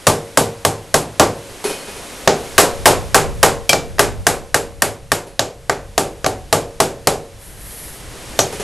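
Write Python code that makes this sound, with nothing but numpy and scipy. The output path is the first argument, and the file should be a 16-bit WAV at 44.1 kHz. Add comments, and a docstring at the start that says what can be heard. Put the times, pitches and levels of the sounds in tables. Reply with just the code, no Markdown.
"""In a small garage a mallet taps a motorcycle engine cover, about 3.5 blows a second, in two runs and a last one.
Each blow sums a noise crack, decaying cover and frame modes and diffuse echoes; the close microphone overloads.
The spot struck colours the blow's lows and mids, and the sharpness of the contact sets its treble.
Soft knocks and glancing rings are further decaying modes, heard mostly between and beside the blows.
Shaped noise makes the hiss, the rumble, the air buffeting in the long run and a sleeve before the last blow."""
import sys
import numpy as np
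from scipy import signal
from scipy.fft import rfft, irfft, next_fast_len
from scipy.io import wavfile

SR = 44100
rng = np.random.default_rng(int(sys.argv[2]) if len(sys.argv) > 2 else 0)


def waveform_to_disk(signal):
    """Save audio, clipped to [-1, 1], as 16-bit WAV at the path in sys.argv[1]."""
    frames = np.transpose(np.atleast_2d(signal))
    scaled = np.clip(frames, -1, 1) * 32767
    samples = np.round(scaled).astype(np.int16)
    wavfile.write(sys.argv[1], SR, samples)


N = 380583
EVENT_SAMPLES = 32768  # length of one blow, knock or ring
AGE = np.arange(EVENT_SAMPLES) / SR  # seconds since the event began
TOP_HZ = 12150  # cutoff of the microphone's treble
THUMP_DB_PER_DB = 0.43  # a harder blow is shorter, so its thump lags behind its force
CRACK_DB_PER_DB = 0.45  # share of the sharpness that reaches the crack below the top treble

# Signs with which a side signal enters the left and right channel.
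SIDES = np.array([[1], [-1]])
# All spectra are relative: their noise is scaled to rms 1 before its level is set.
# Spectrum of the garage's rumble. Each row: frequency in Hz, density in dB per Hz.
RUMBLE_SPECTRUM = [(20, -3), (48, 5), (80, -3), (125, -2.5), (200, -12.5), (400, -51), (1000, -72)]
# Course of the rumble. Each row: time in seconds, level in dB.
RUMBLE_LEVEL = [(0, -50), (2.2, -44.5), (5.3, -44.5), (6.4, -39), (7.4, -40), (8.63, -39.5)]
# Spectrum of moving air at the microphone. Each row: frequency in Hz, density in dB per Hz.
BUFFET_SPECTRUM = [(20, -0.5), (50, 4), (100, 0.5), (170, -6.5), (280, -19), (450, -54), (1000, -72)]
# Course of the buffeting. Each row: time in seconds, level in dB.
BUFFET_LEVEL = [(2.2, -65), (2.55, -37), (2.85, -29), (3.35, -27.5), (3.8, -35), (4.2, -27), (4.5, -41),
                (4.9, -37), (5.4, -69)]
# Spectrum of the hiss, also used for the scuff. 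Each row: frequency in Hz, density in dB per Hz.
HISS_SPECTRUM = [(100, 0.5), (300, 6), (500, 7), (700, 3.5), (1200, -0.5), (2000, -1), (4000, -4.5),
                 (8000, -5.5), (12000, -7)]
# Spectrum of the hiss that differs between channels. Each row: frequency in Hz, density in dB per Hz.
HISS_SIDE_SPECTRUM = [(200, 26), (1000, 12), (3800, 18), (5000, -16)]
# Course of the hiss. Each row: time in seconds, level in dB.
HISS_LEVEL = [(0, -38), (1.0, -41), (1.9, -32), (2.6, -32), (3.65, -40.5), (5.35, -48), (6.2, -43.5),
              (7.3, -44), (8.4, -32)]
# Spectrum of rubbing cloth. Each row: frequency in Hz, density in dB per Hz.
CLOTH_SPECTRUM = [(500, -12), (1400, -13), (1850, -4), (2500, -12.5), (6500, -10.5), (9000, -3.5),
                  (11500, 1)]
# Slides of the sleeve as the arm reaches over. Each row: start in seconds, length in seconds, peak in dB.
SLEEVE_SLIDES = [(7.375, 0.18, -34.5), (7.514, 0.54, -29)]
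# Soft knocks against loose parts. Each row: start in seconds, level in dB.
KNOCKS = [(1.494, -36), (1.641, -16), (1.652, -20.5), (1.694, -20.5), (1.879, -31.5), (1.965, -33),
          (5.268, -37), (8.525, -24.5), (8.598, -21)]
# Nominal modes of the loose parts. Each row: frequency in Hz, level in dB, t60 in seconds.
LOOSE_MODES = [(383, -4.5, 0.23), (421.5, -2, 0.18), (552, -12, 0.79), (787, -8.5, 0.12),
               (940, -7.5, 0.086), (2492, -21, 1.15), (3050, -21, 0.87), (4301, -22, 0.81),
               (5103, -25, 0.72), (9588, -20, 0.33), (10140, -19, 0.4), (10500, -17, 0.45)]
# Neighbouring parts set ringing. Each row: start in seconds, frequency in Hz, nominal level in dB, t60 in seconds.
RINGS = [(2.283, 6000, -26, 0.14), (2.283, 5000, -28, .14), (6.2447, 1180, -23, 0.16),
         (6.244, 1900, -35, .3), (6.2631, 749, -18.5, 0.38), (8.4, 5870, -12, 0.12),
         (8.399, 6470, -16, 0.2), (8.399, 6730, -17, .14)]
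# Glances of the mallet off bare steel. Each row: start in seconds, level in dB.
CLINKS = [(3.6935, -12)]
# Nominal modes of the steel. Each row: frequency in Hz, level in dB, t60 in seconds.
STEEL_MODES = [(2330, -2.5, 0.3), (2360, 0, 0.21), (2530, 5, 0.042), (2950, -6, 0.099), (3230, 4, 0.073),
               (4420, -4, 0.11), (4830, -1, 0.1), (5360, -7.5, 0.23)]
# Blows on the cover. Each row: start in seconds, force in dB, sharpness of contact in dB, spot struck.
BLOWS = [(0.0687, 4, 0.5, "deep"), (0.3731, 2.5, 0.5, "deep"), (0.6499, -0.8, -0.5, "deep"),
         (0.942, 1.5, 0.5, "deep"), (1.1967, 6.5, -6, "deep"), (2.2752, 5, -14, "rim"),
         (2.5801, 8.5, 2, "hollow"), (2.8567, 8, 1, "hollow"), (3.145, 5, 0.5, "hollow"),
         (3.4296, 5.5, 0, "hollow"), (3.6931, -5, 4.5, "rim"), (3.7308, -1, -8.5, "rim"),
         (3.9838, -14.5, -14, "dull"), (3.9932, 2.5, -0.5, "clanky"), (4.2676, 0, 2.5, "clanky"),
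         (4.544, -2.5, 1.5, "clanky"), (4.8206, -3, 3.5, "clanky"), (5.118, -4, 1.5, "clanky"),
         (5.3934, -4, -5.5, "rim"), (5.6963, -5, -9, "clanky"), (5.9787, 0, -2, "dull"),
         (6.2443, -8.5, -16, "rim"), (6.2629, -4.5, -5, "dull"), (6.527, 2.3, -3, "dull"),
         (6.802, 2, -2.5, "dull"), (7.0718, 0.9, -2, "dull"), (8.3905, -0.9, -3, "rim")]
# Answer of each spot. Each entry: thump in dB, knock in dB, clank in dB, crack in dB.
SPOTS = {"deep": (8, 2, -1, -0.5), "hollow": (2.3, 3.1, 3.3, 0.37), "clanky": (1.5, 0.2, 3.5, 0),
         "dull": (1.7, -1.8, -1.9, -1.2), "rim": (1.5, -3, -2, 3)}
# Spectrum of the hard contact. Each row: frequency in Hz, density in dB per Hz.
CRACK_SPECTRUM = [(250, -18), (700, -0.5), (1700, 4), (2600, -2.5), (5000, 0.5), (7200, 0.5), (9500, -3.5),
                  (12000, -1.5)]
# Spectrum of the contact noise that differs between channels. 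Each row: frequency in Hz, density in dB per Hz.
SIDE_CRACK_SPECTRUM = [(250, 1), (600, 8), (1200, 8), (2200, 9), (3600, 3), (5000, -16), (12000, 0)]
# Nominal modes of the cover, damped by a hand. Each row: frequency in Hz, relative level in dB, t60 in seconds.
COVER_MODES = [(532, -3.5, 0.041), (666, 3, 0.029), (924, -11, 0.049), (1098, -2, 0.036),
               (1238, -3.5, 0.034), (1595, 0, 0.022), (1835, -3.5, 0.027), (2180, -15, 0.017)]
# Nominal modes of engine and frame. Each row: frequency in Hz, relative level in dB, t60 in seconds.
FRAME_MODES = [(104.4, -10.5, 0.57), (154.7, -8.5, 0.44), (223.4, -13, 0.42), (284.3, -4.5, 0.23),
               (387.7, -4.5, 0.38), (409.2, 2.5, 0.28), (465.3, -5.5, 0.7), (499, -4.5, 0.37),
               (556, -13, 1), (582, -1.5, 0.3), (612.7, -0.5, 0.22), (647, -4, 0.28), (707, -5.5, 0.41),
               (782, 0.5, 0.28), (833, -0.5, 0.19), (870, 0.5, 0.17), (1050, -15.5, 0.48), (1174, 0, 0.16),
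               (1424, -9, 0.23), (1525, -14, 0.36)]
# Spectrum of the garage's echoes. Each row: frequency in Hz, density in dB per Hz.
GARAGE_SPECTRUM = [(50, -19), (110, -6.5), (200, -8.5), (450, -1.5), (800, -6), (1200, -10), (1900, -14),
                   (3800, -15), (5800, -14.5), (7500, -11.5), (9500, -15.5), (11500, -14.5)]
# Echo build-up and decay by band. Each row: centre in Hz, rise time constant in seconds, t60 in seconds.
GARAGE_TIMES = [(100, 0.0037, 0.44), (504, 0.0043, 0.44), (1500, 0.00093, 0.32), (7000, 0.00074, 0.26),
                (12000, 0.0015, 0.23)]


def undb(db):
    """Logarithmic level: 20 dB is a factor of ten in amplitude."""
    return 10 ** (np.asarray(db) / 20)


def unit(x):
    """Normalization: divide by the root mean square, so that it becomes 1."""
    return x / np.sqrt(np.mean(x ** 2))


def fade(t60):
    """Exponential damping: the amplitude loses 60 dB in t60 seconds."""
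    return np.exp(-np.log(1000) * AGE / t60)


def rise(seconds):
    """Exponential build-up: the amplitude nears 1 with this time constant."""
    return 1 - np.exp(-AGE / seconds)


def along(points, hz):
    """Logarithmic pitch axis: (Hz, value) points are interpolated over log frequency."""
    f, value = np.transpose(points)
    return np.interp(np.log(hz + 1), np.log(f), value)


def noise(points, size):
    """Spectral shaping: white noise is weighted by (Hz, dB) points and scaled to rms 1."""
    n = next_fast_len(size, True)
    gain = undb(along(points, np.fft.rfftfreq(n, 1 / SR)))
    shaped = irfft(rfft(rng.standard_normal(n)) * gain, n)
    return unit(shaped[:size])


def colour(x, points):
    """Minimum phase: a folded cepstrum makes the filter causal, so an attack stays sharp."""
    n = 2 * len(x)
    gain = undb(along(points, np.fft.rfftfreq(n, 1 / SR)))
    cepstrum = irfft(np.log(gain))
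    cepstrum[1:n // 2] *= 2
    cepstrum[n // 2 + 1:] = 0
    response = np.exp(rfft(cepstrum))
    return irfft(rfft(x, n) * response)[:len(x)]


def ring(modes, scatter_db, detune):
    """Modal superposition: damped sines add up, with levels and pitches drawn anew at each call."""
    out = 0
    for hz, db, t60 in modes:
        level_draw, pitch_draw = rng.standard_normal(2)
        mode_hz = hz * (1 + detune * pitch_draw)
        sine = np.sin(2 * np.pi * (mode_hz * AGE + rng.random()))
        out = out + undb(db + scatter_db * level_draw) * fade(t60) * sine
    return out


def add(track, s, sound):
    """Linear superposition: a sound is summed into the track from time s in seconds."""
    start = int(s * SR)
    track[..., start:start + EVENT_SAMPLES] += sound[..., :N - start]


def waver(depth_db, top_hz):
    """Random modulation: a gain wanders by depth_db rms, mostly slower than top_hz."""
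    return undb(depth_db * noise([(top_hz, 0), (2 * top_hz, -24), (10 * top_hz, -120)], N))


def curve(rows):
    """Level envelope: (s, dB) points are joined by straight lines in dB."""
    s, db = np.transpose(rows)
    return undb(np.interp(np.arange(N) / SR, s, db))


def swell(start, length):
    """Half-sine envelope: one movement of the arm rises and falls smoothly."""
    progress = (np.arange(N) / SR - start) / length
    return np.sin(np.pi * np.clip(progress, 0, 1))


def hiss(side_db=-15):
    """Mid-side summation: steady noise is shared, and a weaker noise enters with opposite signs."""
    side = undb(side_db) * noise(HISS_SIDE_SPECTRUM, N) * SIDES
    return curve(HISS_LEVEL) * (noise(HISS_SPECTRUM, N) + side)


def rumble(side_db=-11):
    """Amplitude modulation: low noise, mostly common to both channels, is made unsteady."""
    side = undb(side_db) * noise(RUMBLE_SPECTRUM, N) * SIDES
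    low = noise(RUMBLE_SPECTRUM, N) + side
    return curve(RUMBLE_LEVEL) * waver(depth_db=2.5, top_hz=6.6) * low


def buffeting():
    """Incoherent pressure: air strikes each microphone port with its own low noise, in common gusts."""
    ports = np.array([noise(BUFFET_SPECTRUM, N) for _ in range(2)])
    return curve(BUFFET_LEVEL) * waver(depth_db=3.0, top_hz=8) * ports


def sleeve():
    """Sliding friction: uneven cloth noise follows the arm's movements."""
    cloth = waver(depth_db=0.5, top_hz=25) * noise(CLOTH_SPECTRUM, N)
    sliding = sum(undb(db) * swell(start, length) for start, length, db in SLEEVE_SLIDES)
    return sliding * cloth


def soft_knocks(scuff_db=-4, scuff_t60=0.44, soft_t60=0.0023):
    """Soft contact: loose modes and a scuff that hangs in the room begin gradually."""
    out = np.zeros(N)
    for s, db in KNOCKS:
        scuff = undb(scuff_db) * noise(HISS_SPECTRUM, EVENT_SAMPLES) * fade(scuff_t60)
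        parts = ring(LOOSE_MODES, scatter_db=1.5, detune=0.0038)
        add(out, s, undb(db) * (parts + scuff) * (1 - fade(soft_t60)))
    return out


def ringing_parts():
    """Single resonance: a glancing blow leaves one damped mode, whose level wanders at random."""
    out = np.zeros(N)
    for s, hz, db, t60 in RINGS:
        # a slow random modulation makes the level uneven
        wander = 1 + 0.23 * noise([(30, -9), (90, -15), (400, -100)], EVENT_SAMPLES)
        add(out, s, wander * ring([(hz, db, t60)], scatter_db=-2.0, detune=0))
    return out


def steel_clinks():
    """Modal ringing: bare steel answers a glance of the mallet with bright damped modes."""
    out = np.zeros(N)
    for s, db in CLINKS:
        add(out, s, undb(db) * ring(STEEL_MODES, scatter_db=0.5, detune=0.001))
    return out


def reverberation():
    """Diffuse decay: dense noise echoes build up and die by band; lows come late, treble dies first."""
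    spectrum = rfft(noise(GARAGE_SPECTRUM, EVENT_SAMPLES))
    hz = np.fft.rfftfreq(EVENT_SAMPLES, 1 / SR)
    centres = np.array(GARAGE_TIMES)[:, 0]
    out = 0
    for (_, rise_s, t60), band in zip(GARAGE_TIMES, np.eye(len(centres))):
        # overlapping band weights sum to one at every frequency
        share = along(np.column_stack([centres, band]), hz)
        out = out + irfft(spectrum * share) * rise(rise_s) * fade(t60)
    return out


def crack(spectrum, level_db=3.0, t60=0.021):
    """Impulsive contact: a hard blow excites a broad spectrum, here briefly decaying noise."""
    return undb(level_db) * noise(spectrum, EVENT_SAMPLES) * fade(t60)


def cover(clank_db, level_db=-6):
    """Modal excitation: a spot that clanks drives the cover's upper modes harder than the lower ones."""
    struck = [(hz, db + along([(750, 0), (1500, clank_db)], hz), t60) for hz, db, t60 in COVER_MODES]
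    return undb(level_db) * ring(struck, scatter_db=0.83, detune=0.01)


def frame(level_db=-20, rise_s=0.0037):
    """Coupled resonance: engine and frame take up the blow gradually and ring on."""
    return undb(level_db) * rise(rise_s) * ring(FRAME_MODES, scatter_db=2.0, detune=0.0025)


def spot_tone(force_db, sharp_db, spot):
    """Contact spectrum: the spot colours lows and mids, the sharpness of contact sets the treble."""
    thump_db, knock_db, clank_db, snap_db = SPOTS[spot]
    low_db = thump_db - THUMP_DB_PER_DB * force_db
    bright_db = snap_db + CRACK_DB_PER_DB * sharp_db
    return [(110, low_db), (400, 0.0044), (750, 0), (1050, knock_db), (1550, clank_db),
            (2000, clank_db), (3200, bright_db), (6800, bright_db), (9000, sharp_db)]


def mallet(garage_db=-10.5, alike=0.39, side_db=-25):
    """Impact response: each blow sums crack, cover, frame and garage, then takes the spot's tone."""
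    out = np.zeros((2, N))
    common_echoes = reverberation()
    for s, force_db, sharp_db, spot in BLOWS:
        clank_db = SPOTS[spot][2]
        # the echo pattern partly repeats (alike, a share of power) and partly changes with each blow
        pattern = np.sqrt(alike) * common_echoes + np.sqrt(1 - alike) * reverberation()
        echoes = undb(garage_db) * pattern
        body = crack(CRACK_SPECTRUM) + cover(clank_db) + frame() + echoes
        blow = colour(body, spot_tone(force_db, sharp_db, spot))
        # a weak noise burst enters the two channels with opposite signs
        side = undb(side_db) * crack(SIDE_CRACK_SPECTRUM) * SIDES
        add(out, s, undb(force_db) * (blow + side))
    return out


def scene():
    """Superposition: background, small hits and blows add; the work is straight ahead of the microphone."""
    background = hiss() + rumble() + buffeting() + sleeve()
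    small_hits = soft_knocks() + ringing_parts() + steel_clinks()
    return background + small_hits + mallet()


def record(dry, ceiling=1.0):
    """Overload and band limit: the microphone clips flat at the ceiling, then the top is cut steeply."""
    clipped = np.clip(dry, -ceiling, ceiling)
    lowpass = signal.firwin(255, TOP_HZ, fs=SR, window=("kaiser", 7))
    return signal.fftconvolve(clipped, lowpass[None], mode="same", axes=1)


dry = scene()
out = record(dry)
waveform_to_disk(out)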